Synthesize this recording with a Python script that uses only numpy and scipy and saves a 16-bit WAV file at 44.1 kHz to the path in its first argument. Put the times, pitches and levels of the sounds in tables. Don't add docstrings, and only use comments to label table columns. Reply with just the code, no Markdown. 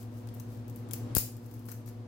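import sys
import numpy as np
from scipy import signal
from scipy.fft import rfft, irfft
from scipy.io import wavfile

SR = 44100
rng = np.random.default_rng(int(sys.argv[2]) if len(sys.argv) > 2 else 0)


def waveform_to_disk(signal):
    frames = np.transpose(np.atleast_2d(signal))
    scaled = np.clip(frames, -1, 1) * 32767
    samples = np.round(scaled).astype(np.int16)
    wavfile.write(sys.argv[1], SR, samples)


N = 91287


def noodles():
    # start in seconds, level in dB, ring pitch in Hz,
    # ring level in dB against the burst, brightness in dB per octave.
    snaps = [(0.029, -45.5, 3200, -12, -2.5), (0.273, -46, 6900, -12, -6), (0.289, -45, 3240, -10.5, -6),
             (0.342, -43, 12900, 3, 2), (0.347, -43.5, 13500, 12, -1), (0.3991, -35, 6230, -8, -1.5),
             (.681, -44, 6300, -16, -1.5), (0.6982, -41, 10800, -16, 0.5), (0.7608, -37.5, 13300, -3, 1.5),
             (0.889, -48, 12000, -9, -5), (0.9109, -32, 3320, -12, -3), (0.929, -43, 12500, -11, -1),
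             (.933, -27, 14900, -6, 8), (0.9349, -20, 14200, -3, 4.5), (.9395, -32, 13000, -13, -4),
             (1.1510, -12.5, 11540, 4, 2.5), (1.1513, -20.5, 10500, -2, -3), (1.155, -40.5, 14500, -6, 8),
             (1.1626, -19, 4910, -4.5, -2), (1.1688, -20, 11000, -8, 0), (1.1677, -15, 6900, -5.5, -2),
             (1.1730, -22, 11300, -10, 7), (1.1826, -11, 14100, -1, 1.5), (1.1887, -36, 13000, -6, 9),
             (1.368, -44.5, 12000, -15, 1), (1.4616, -45.5, 12100, -13, 3), (1.513, -46, 13200, -6, -1),
             (1.540, -41.5, 13000, -9, 1.5), (1.594, -47.5, 12000, -13, 0), (1.656, -45.5, 12100, -12, 0),
             (1.664, -39, 12000, -11, 9), (1.686, -37.5, 1380, -11, -7.5), (1.6917, -41.5, 1770, -7, 0),
             (1.698, -46, 12000, -12, 14), (1.717, -31, 6230, -16, -1), (1.7212, -43.5, 1540, -11, -10.5),
             (1.726, -36.5, 12600, -19, 7), (1.862, -45.5, 12000, -1, -1), (1.879, -43.5, 7900, -16, -9),
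             (1.888, -44.5, 11950, -19, -3)]
    main_volley_s, tail_boost_db = 1.1, 2.5
    near, room_feed = np.zeros((2, 2, N))
    for start_s, db, *strand in snaps:
        sound = crack(db, *strand)
        add(near, start_s, sound)
        add(room_feed, start_s, sound * amp(tail_boost_db * (start_s > main_volley_s)))
    return near, room_feed[0]


def crack(db, ring_hz, ring_db, tilt, size=2048):
    # frequency in Hz, relative level in dB.
    spectrum = [(200, -10), (800, -24), (2000, -20.5), (2600, -18), (3500, -20.5), (4900, -10), (5700, -13),
                (6800, -10), (9500, -7.5), (11500, -2.5), (15500, -3.5)]
    burst_s, scatter_s, ring_cycles = 0.0003, 0.0086, 2.2
    t = np.arange(size) / SR
    ring = unit(np.sin(2 * np.pi * ring_hz * t) * t * np.exp(-t * ring_hz / ring_cycles))
    sides = []
    for direct_db, scatter_db in ((0, -1.5), (-11, -7.5)):
        fracture, echoes, echo_sizes = rng.standard_normal((3, size))
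        burst = unit(colour(np.sign(fracture) * np.exp(-t / burst_s), spectrum, tilt))
        direct = unit(burst + amp(ring_db) * ring)
        scatter = echoes * abs(echo_sizes) * np.sqrt(t) * np.exp(-2 * t / scatter_s)
        scatter = unit(colour(scatter, spectrum, tilt))
        sides.append(amp(direct_db) * direct + amp(scatter_db) * scatter)
    return amp(db) * np.sqrt(SR / 1000) * np.array(sides)


def rubbing():
    # middle in seconds, half length in seconds, level in dB.
    strokes = [(.01, 0.028, -53), (0.172, 0.039, -59), (.27, 0.034, -65.5), (0.38, 0.036, -61),
               (0.535, 0.047, -57.5), (0.78, .03, -59.5), (1.452, .03, -62.5), (1.536, 0.047, -60.5),
               (1.615, 0.056, -65), (1.70, 0.014, -48), (1.882, 0.013, -49.5), (1.98, 0.035, -73)]
    # frequency in Hz, relative level in dB.
    spectrum = [(300, 1.5), (1500, -7), (3000, -12.5), (5000, -2.5), (9000, -5), (12500, -0.5),
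                (15500, -0.5)]
    grains_per_s, spread_db, right_db = 4000, 4, -5
    t = np.arange(N) / SR
    power = sum((amp(db) * np.exp(-.5 * ((t - s) / half) ** 2)) ** 2 for s, half, db in strokes)
    sizes = amp(spread_db * np.minimum(rng.exponential(1, (2, N)), 4))
    grains = sizes * rng.choice([-1, 1], (2, N)) * (rng.random(N) < grains_per_s / SR)
    friction = np.array([evened(colour(side, spectrum)) for side in grains])
    return np.sqrt(power) * friction * amp([[0], [right_db]])


def knock():
    # frequency in Hz, level in dB, decay in seconds.
    modes = [(52.8, -19.5, 0.014), (88, -24.5, 0.013), (1620, -24.5, 0.0012), (2630, -22, 0.00033)]
    start_s, push_s, push_db = 1.1675, 0.00047, -12.5
    t = np.maximum(np.arange(N) / SR - start_s, 0)
    push = amp(push_db) * t / push_s * np.exp(1 - t / push_s)
    rings = sum(amp(db) * np.sin(2 * np.pi * hz * t) * np.exp(-t / decay_s) for hz, db, decay_s in modes)
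    return (push - rings) * np.array([[1], [0]])


def kitchen(x):
    # frequency in Hz, seconds to fall by 60 dB.
    t60 = [(300, 0.38), (1500, .38), (5000, 0.38), (9000, 0.34), (15500, 0.25)]
    # frequency in Hz, gain in dB.
    tone = [(200, -10), (1500, -2.5), (3500, 0), (5000, -0.5), (8500, -3), (10500, -2.5), (13000, -0.5),
            (15500, -2)]
    room_db, build_s = -8.5, 0.012
    hz, frame_s, bands = signal.stft(rng.standard_normal((2, SR // 2)), SR, nperseg=256)
    decay = amp(-60 * frame_s / read(t60, hz)[:, None])
    tails = signal.istft(bands * decay, SR, nperseg=256)[1]
    t = np.arange(tails.shape[1]) / SR
    tails *= 1 - np.exp(-(t / build_s) ** 2)
    responses = [colour(unit(tail), tone) for tail in tails]
    return amp(room_db) * np.array([signal.fftconvolve(x, response)[:N] for response in responses])


def hum():
    # multiple of its lowest tone, left level in dB, right level in dB.
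    mains = [(1, -48.5, -52.5), (2, -51, -50), (3, -68, -59.5), (4, -68, -62.5), (5, -77, -73.5),
             (6, -77, -69.5)]
    # frequency in Hz, left level in dB, right level in dB.
    motor = [(110.68, -43, -45), (496.2, -68, -62)]
    # time in seconds, gain in dB.
    swell = [(0, -0.5), (.88, 1), (1.05, 5.5), (1.15, 0.5), (1.27, -1), (1.55, -1.5), (1.68, -2.5),
             (1.88, -1.5), (2.07, -.5)]
    buzz_hz, throb_crest_s, right_lag_s = 120.0, 0.066, 0.00018
    waver_rad, waver_db = 0.07, 0.6
    t = np.arange(N) / SR
    from_crest = t - throb_crest_s - np.array([[0], [right_lag_s]])
    harmonics = [(k * buzz_hz, left_db, right_db) for k, left_db, right_db in mains]
    tones = np.zeros((2, N))
    for hz, left_db, right_db in harmonics + motor:
        phase = 2 * np.pi * hz * from_crest + waver_rad * drift(rate_hz=5.64)
        tone = np.cos(phase) * amp(waver_db * drift(rate_hz=6))
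        tones += np.sqrt(2) * amp([[left_db], [right_db]]) * tone
    return tones * amp(np.interp(t, *np.transpose(swell)))


def air():
    # frequency in Hz, relative level in dB.
    spectrum = [(20, -30), (35, -12.5), (52, -7), (80, -9), (120, 0), (165, -10), (250, -2.5), (330, -6.5),
                (430, -13), (620, -15), (1000, -19.5), (1400, -25), (2000, -29.5), (5000, -36),
                (15500, -49.5)]
    # frequency in Hz, correlation from 0 to 1.
    likeness = [(30, 1), (100, 0.92), (300, 0.92), (700, 0.17), (1500, 0.068), (15000, .1)]
    # time in seconds, gain in dB.
    swell = [(0, 1), (.3, 2.5), (.75, 2), (.97, 5), (1.13, 7.5), (1.3, 0), (1.7, 0.5), (2.07, 0)]
    base_db, right_db = -51, -2.5
    hz = np.fft.rfftfreq(N, 1 / SR)
    left, independent = rfft(rng.standard_normal((2, N)))
    same = read(likeness, hz)
    right = same * left + np.sqrt(1 - same ** 2) * independent
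    rush = evened(irfft(np.array([left, right]) * amp(read(spectrum, hz)), N))
    swell_db = np.interp(np.arange(N) / SR, *np.transpose(swell))
    return rush * amp(base_db + swell_db) * amp([[0], [right_db]])


def amp(db):
    return 10 ** (np.asarray(db) / 20)


def evened(x):
    return x / np.sqrt(np.mean(x ** 2) + 1e-20)


def unit(x):
    return x / np.sqrt(np.sum(x ** 2) + 1e-20)


def read(points, hz):
    f, value = np.transpose(points)
    return np.interp(np.log(hz + 1), np.log(f + 1), value)


def add(mix, start_s, sound):
    part = mix[:, round(start_s * SR):][:, :sound.shape[1]]
    part += sound[:, :part.shape[1]]


def colour(x, points, tilt=0, size=1024):
    hz = abs(np.fft.fftfreq(size, 1 / SR))
    octaves = np.log2(np.maximum(hz, 1000) / 10000)
    log_gain = np.log(amp(read(points, hz) + tilt * octaves))
    taps = np.fft.ifft(np.exp(np.conj(signal.hilbert(log_gain)))).real
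    return signal.fftconvolve(x, taps)[:len(x)]


def drift(rate_hz, count=20):
    t = np.arange(N) / SR
    rates = np.geomspace(rate_hz / 10, rate_hz, count)
    return evened(sum(np.sin(2 * np.pi * (hz * t + rng.random())) / np.sqrt(hz) for hz in rates))


def scene():
    # frequency in Hz, gain in dB.
    right_shade = [(200, -14), (2500, 2.5), (5000, -1.5), (9000, 1.5), (10000, -7), (12000, -3.5),
                   (15500, -6.5)]
    cracks, room_feed = noodles()
    rub = rubbing()
    left, right = cracks + rub + kitchen(room_feed + rub[0])
    return np.array([left, colour(right, right_shade)]) + knock() + hum() + air()


def record(dry):
    edge_hz = 15950
    lowpass = signal.firwin(401, edge_hz, window=("kaiser", 9), fs=SR)
    return signal.oaconvolve(dry, lowpass[None], "same")


dry = scene()
out = record(dry)
waveform_to_disk(out)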